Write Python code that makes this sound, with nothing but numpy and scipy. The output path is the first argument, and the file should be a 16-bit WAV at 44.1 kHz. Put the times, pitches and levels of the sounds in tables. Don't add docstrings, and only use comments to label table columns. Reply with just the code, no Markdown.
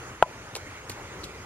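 import sys
import numpy as np
from scipy import signal
from scipy.fft import rfft, irfft
from scipy.io import wavfile
from scipy.ndimage import uniform_filter1d

SR = 44100
rng = np.random.default_rng(int(sys.argv[2]) if len(sys.argv) > 2 else 0)


def field_ratio(decibels):
    return 10 ** (np.asarray(decibels, dtype=float) / 20)


def generate_wav(sig):
    pcm = np.round(np.clip(np.atleast_2d(sig).T, -1, 1) * 32767).astype(np.int16)
    wavfile.write(sys.argv[1], SR, pcm)


N = 63945
CRUSH_LEAD_S = .00007
AIR_LAG_S = .0001


def evened(x):
    return x / np.sqrt(np.mean(x ** 2) + 1e-20)


def read(points, hz):
    f, value = np.transpose(points)
    return np.interp(np.log(hz + 1), np.log(f + 1), value)


def add(mix, start_s, sound):
    part = mix[round(start_s * SR):][:len(sound)]
    part += sound[:len(part)]


def ports(x, lead_s, pan_db=0.):
    hz = np.fft.rfftfreq(N, 1 / SR)
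    delayed = irfft(rfft(x) * np.exp(-2j * np.pi * hz * lead_s), N)
    return np.array([field_ratio(pan_db / 2) * x, field_ratio(-pan_db / 2) * delayed])


def drift(top_hz, t, low=0.073):
    rates_hz = top_hz * np.geomspace(low, 1, num=24)
    return evened(sum(np.sin(2 * np.pi * (rate_hz * t + rng.random())) for rate_hz in rates_hz))


def whistle(hz, width_hz):
    r = np.exp(-np.pi * width_hz / SR)
    noise = rng.standard_normal((2 * N, 2)) @ [1, 1j]
    fuzz = signal.lfilter([1], np.convolve([1, -r], [1, -r]), noise)[N:]
    return evened((fuzz * np.exp(2j * np.pi * hz * np.arange(N) / SR)).real)


def bursts(rows):
    t, out = np.arange(4000) / SR, np.zeros(N)
    for start_s, peak_db, hz, cycles in rows:
        u = t * hz / cycles * 3
        add(out, start_s, field_ratio(peak_db) * u * np.exp(1 - u) * np.sin(2 * np.pi * hz * t))
    return out


def knocks():
    # (time [s], force [dB], contact half-width [s])
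    blows = [(.22451, -16, .00011), (.22538, 0, .000087), (.5532, -33, .0002), (.5642, -30, .0002),
             (.5692, -35, .0002), (.8977, -33, .0002), (1.2362, -38, .00025)]
    # (frequency [Hz], level [dB], t60 [s], sense in or out [+1/-1])
    modes = [(163, -30, .06, 1), (371, -17, .016, -1), (677, -3, .0165, 1), (777, -6, .0145, 1),
             (870, -20, .07, 1), (1009, -11, .066, -1), (1352, -13, .031, -1), (1456, -3.7, .012, -1),
             (1869, -20, .012, -1), (2419, -14, .022, 1), (2750, 6.4, .002, -1), (3719, 13.2, .0004, 1),
             (45, -36, .08, 1), (3300, -22, .035, 1)]
    t, force = np.arange(N) / SR, np.zeros(N)
    ring_t = t[:8000]
    ring = np.zeros(len(ring_t))
    for hz, db, t60_s, sense in modes:
        decay = field_ratio(db - 60 * ring_t / t60_s)
        ring += np.sign(sense) * decay * np.sin(2 * np.pi * hz * ring_t)
    for k, (time_s, db, contact_s) in enumerate(blows):
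        push = np.exp(-((t - time_s) / contact_s) ** 2 / 2)
        force += (1 if k else -1) * field_ratio(db) * push / push.sum()
    return signal.oaconvolve(force, ring)[:N]


def thuds():
    # (start [s], envelope peak [dB], frequency [Hz], cycles [count])
    thud_rows = [(.5525, -36, 450, 3.), (.5665, -35, 480, 3.), (.8975, -35, 420, 2.),
                 (1.2345, -37, 350, 1.5), (1.2495, -37, 130, .7), (.9037, -33, 170, .7)]
    return bursts(thud_rows)


def crush():
    # (start [s], rise [s], t60 [s], level [dB], treble relative to that level [dB])
    crushes = [(.2254, .0005, .014, -29, 0), (1.238, .003, .08, -37, -7), (.228, .003, .06, -44, -3),
               (.550, .003, .04, -34, 0), (.5622, .0005, .025, -36, 0), (.563, .004, .12, -42, -3),
               (.884, .006, .06, -50, -6), (.8955, .001, .05, -35, 2), (.908, .008, .1, -43, -2),
               (1.231, .005, .05, -41, -6)]
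    # (frequency [Hz], relative level [dB per Hz])
    spectrum = [(760, -30), (1300, -19), (2160, -14), (2480, -11), (5210, -5.5), (8040, -6), (9630, -10.5),
                (12500, -16.5), (16400, -34)]
    cracks_per_s, crack_spread_db = 3500, 3.5
    squelch = .6
    treble_from_hz = 5800
    same = .75
    t, hz = np.arange(N) / SR, np.fft.rfftfreq(N, 1 / SR)
    low_level, treble_level = np.zeros(N), np.zeros(N)
    for start_s, rise_s, t60_s, db, treble_db in crushes:
        decay = field_ratio(db - 60 * np.maximum(t - start_s - rise_s, 0) / t60_s)
        shape = np.clip((t - start_s) / rise_s, 0, 1) * decay
        low_level += shape
        treble_level += shape * field_ratio(treble_db)
    size = field_ratio(crack_spread_db * np.minimum(rng.exponential(1, (2, N)), 4))
    size *= rng.choice([-1, 1], (2, N))
    cracks = evened(size * (rng.random((2, N)) < cracks_per_s / SR))
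    drive = cracks + squelch * rng.standard_normal((2, N))
    whole = evened(irfft(rfft(drive) * field_ratio(read(spectrum, hz)), N))
    low = irfft(rfft(whole) / (1 + (hz / treble_from_hz) ** 4), N)
    near, other = low_level * low + treble_level * (whole - low)
    left, right = ports(near, CRUSH_LEAD_S)
    return np.array([left, same * right + np.sqrt(1 - same ** 2) * other])


def snaps():
    # (start [s], envelope peak before pan [dB], frequency [Hz], cycles [count])
    snap_rows = [(.5524, -21, 4200, 3.), (.5530, -29, 8500, 4.), (.5541, -25, 2600, 3.),
                 (.8964, -33, 11500, 5.), (.9009, -25, 2500, 1.3), (.9010, -34, 12500, 3.),
                 (.9189, -33, 4000, 1.5), (1.2347, -35, 4300, 4.), (1.2348, -35, 2000, 1.5),
                 (1.2456, -32, 3200, 3.), (.5623, -18, 4000, .8), (.8958, -26, 4400, 8.),
                 (1.2397, -26, 4100, 7.)]
    return ports(bursts(snap_rows), CRUSH_LEAD_S, -1.9)


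def yard(x):
    echo_s, echo_db, echo_hz, echo_q = .035, -19, 620, 11.
    tail_db, tail_t60_s, tail_lowpass_hz = -39.5, 0.9, 1520
    t = np.arange(SR // 2) / SR
    tail = rng.standard_normal((2, len(t))) * field_ratio(-60 * t / tail_t60_s) * np.minimum(t / echo_s, 1)
    tail = tail + tail[::-1] / 2
    tail = signal.lfilter(*signal.butter(2, tail_lowpass_hz, fs=SR), tail)
    tail *= field_ratio(tail_db) / np.linalg.norm(tail[0])
    wet = signal.fftconvolve(x[None], tail, axes=1)[:, :N]
    echo = signal.lfilter(*signal.iirpeak(echo_hz, echo_q, fs=SR), x)
    return wet + field_ratio(echo_db) * np.roll(echo, round(echo_s * SR))


def drone():
    # (frequency [Hz], width [Hz], rms level [dB])
    orders = [(60.5, 4.5, -60.5), (90.1, 7.3, -57), (121.1, 9.7, -56.5)]
    return ports(sum(field_ratio(db) * whistle(hz, width_hz) for hz, width_hz, db in orders), -AIR_LAG_S)


def wind():
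    # (time [s], level [dB])
    gusts = [(0.0, -64), (0.1, -60), (0.424, -69), (0.698, -64), (0.872, -73), (1.05, -56), (1.142, -70),
             (1.324, -75), (1.45, -72)]
    level_db = np.interp(np.arange(N) / SR, *np.transpose(gusts))
    return field_ratio(level_db) * whistle(hz=39.7, width_hz=20)


def insects():
    # (frequency [Hz], width [Hz], rms level before pan [dB], top throb rate [1/s],
    #  throb depth [dB], left lag [s])
    chirrs = [(6655, 22, -65, 25., 2.5, .00008), (6640, 90, -67, 20., 2., .00002),
              (6430, 130, -67, 16., 3., .000055), (6790, 45, -70, 14., 4., .00007)]
    t, out = np.arange(N) / SR, np.zeros((2, N))
    for hz, width_hz, db, throbs_per_s, depth_db, lag_s in chirrs:
        throb = field_ratio(depth_db * drift(throbs_per_s, t, low=.4))
        out += ports(field_ratio(db) * evened(whistle(hz, width_hz) * throb), -lag_s, pan_db=-2.)
    return out


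def air():
    # (frequency [Hz], relative level [dB per Hz])
    spectrum = [(32, -40), (55, -4.5), (124, -2.5), (181, -9), (379, -3.5), (458, -6), (610, -8),
                (671, -12.5), (793, -8.5), (1410, -8.5), (1660, -12), (2010, -10.5), (4110, -23),
                (6610, -22), (7100, -25.5), (13800, -38), (16400, -44)]
    # (frequency [Hz], likeness of ports [0-1])
    likeness = [(40, 0.97), (200, .98), (700, 0.91), (1500, 0.52), (2500, 0.95), (4500, 0.23), (8000, 0.79),
                (15000, 0.091)]
    # (frequency [Hz], left minus right [dB])
    pan_points = [(60, 1), (180, 1.5), (550, 2.5), (1650, -1.5), (4970, -2.5), (15000, -0.5)]
    level_db, patch_db, swell_db, swell_top_hz = -42.5, 2, 0.98, 6.36
    frames, hz = N // 512 + 5, np.fft.rfftfreq(2048, 1 / SR)
    a, b, c, d, patches = rng.standard_normal((frames, 1025, 5)).T
    patches = uniform_filter1d(patches, size=20, axis=0)
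    patches = evened(uniform_filter1d(patches, size=5, axis=1))
    same = np.clip(read(likeness, hz), 0, 1)[:, None]
    ahead = np.exp(2j * np.pi * hz * AIR_LAG_S)[:, None]
    pan = field_ratio(read(pan_points, hz) / 2)[:, None]
    left = a + 1j * b
    right = same * ahead * left + np.sqrt(1 - same ** 2) * (c + 1j * d)
    z = np.array([pan * left, right / pan])
    swell = drift(swell_top_hz, np.arange(frames) * 512 / SR)
    z *= field_ratio(read(spectrum, hz)[:, None] + patch_db * patches + swell_db * swell)
    return field_ratio(level_db) * evened(signal.istft(z, nperseg=2048, noverlap=1536)[1][:, :N])


def scene():
    mortar = knocks() + thuds()
    near = ports(mortar, lead_s=.00003, pan_db=2.4) + yard(mortar) + crush() + snaps()
    return near + drone() + wind() + insects() + air()


def band_limit(x):
    return signal.sosfilt(signal.butter(12, 16500, fs=SR, output="sos"), x)


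def record(dry):
    duck_from_db, duck_share, recovery_db_per_s, ceiling = -30, .24, 70., .955
    power = uniform_filter1d((dry ** 2).mean(0), size=200, origin=99)
    power_db = 10 * np.log10(abs(power) + 1e-12)
    fall_db = np.arange(N) * recovery_db_per_s / SR
    duck_db = np.maximum(power_db - duck_from_db, 0) * duck_share
    duck_db = np.maximum(np.maximum.accumulate(duck_db + fall_db) - fall_db, 0)
    ducked = dry / field_ratio(uniform_filter1d(duck_db, size=900, origin=449))
    return band_limit(np.clip(ducked, -ceiling, ceiling))


dry = scene()
out = record(dry)
generate_wav(out)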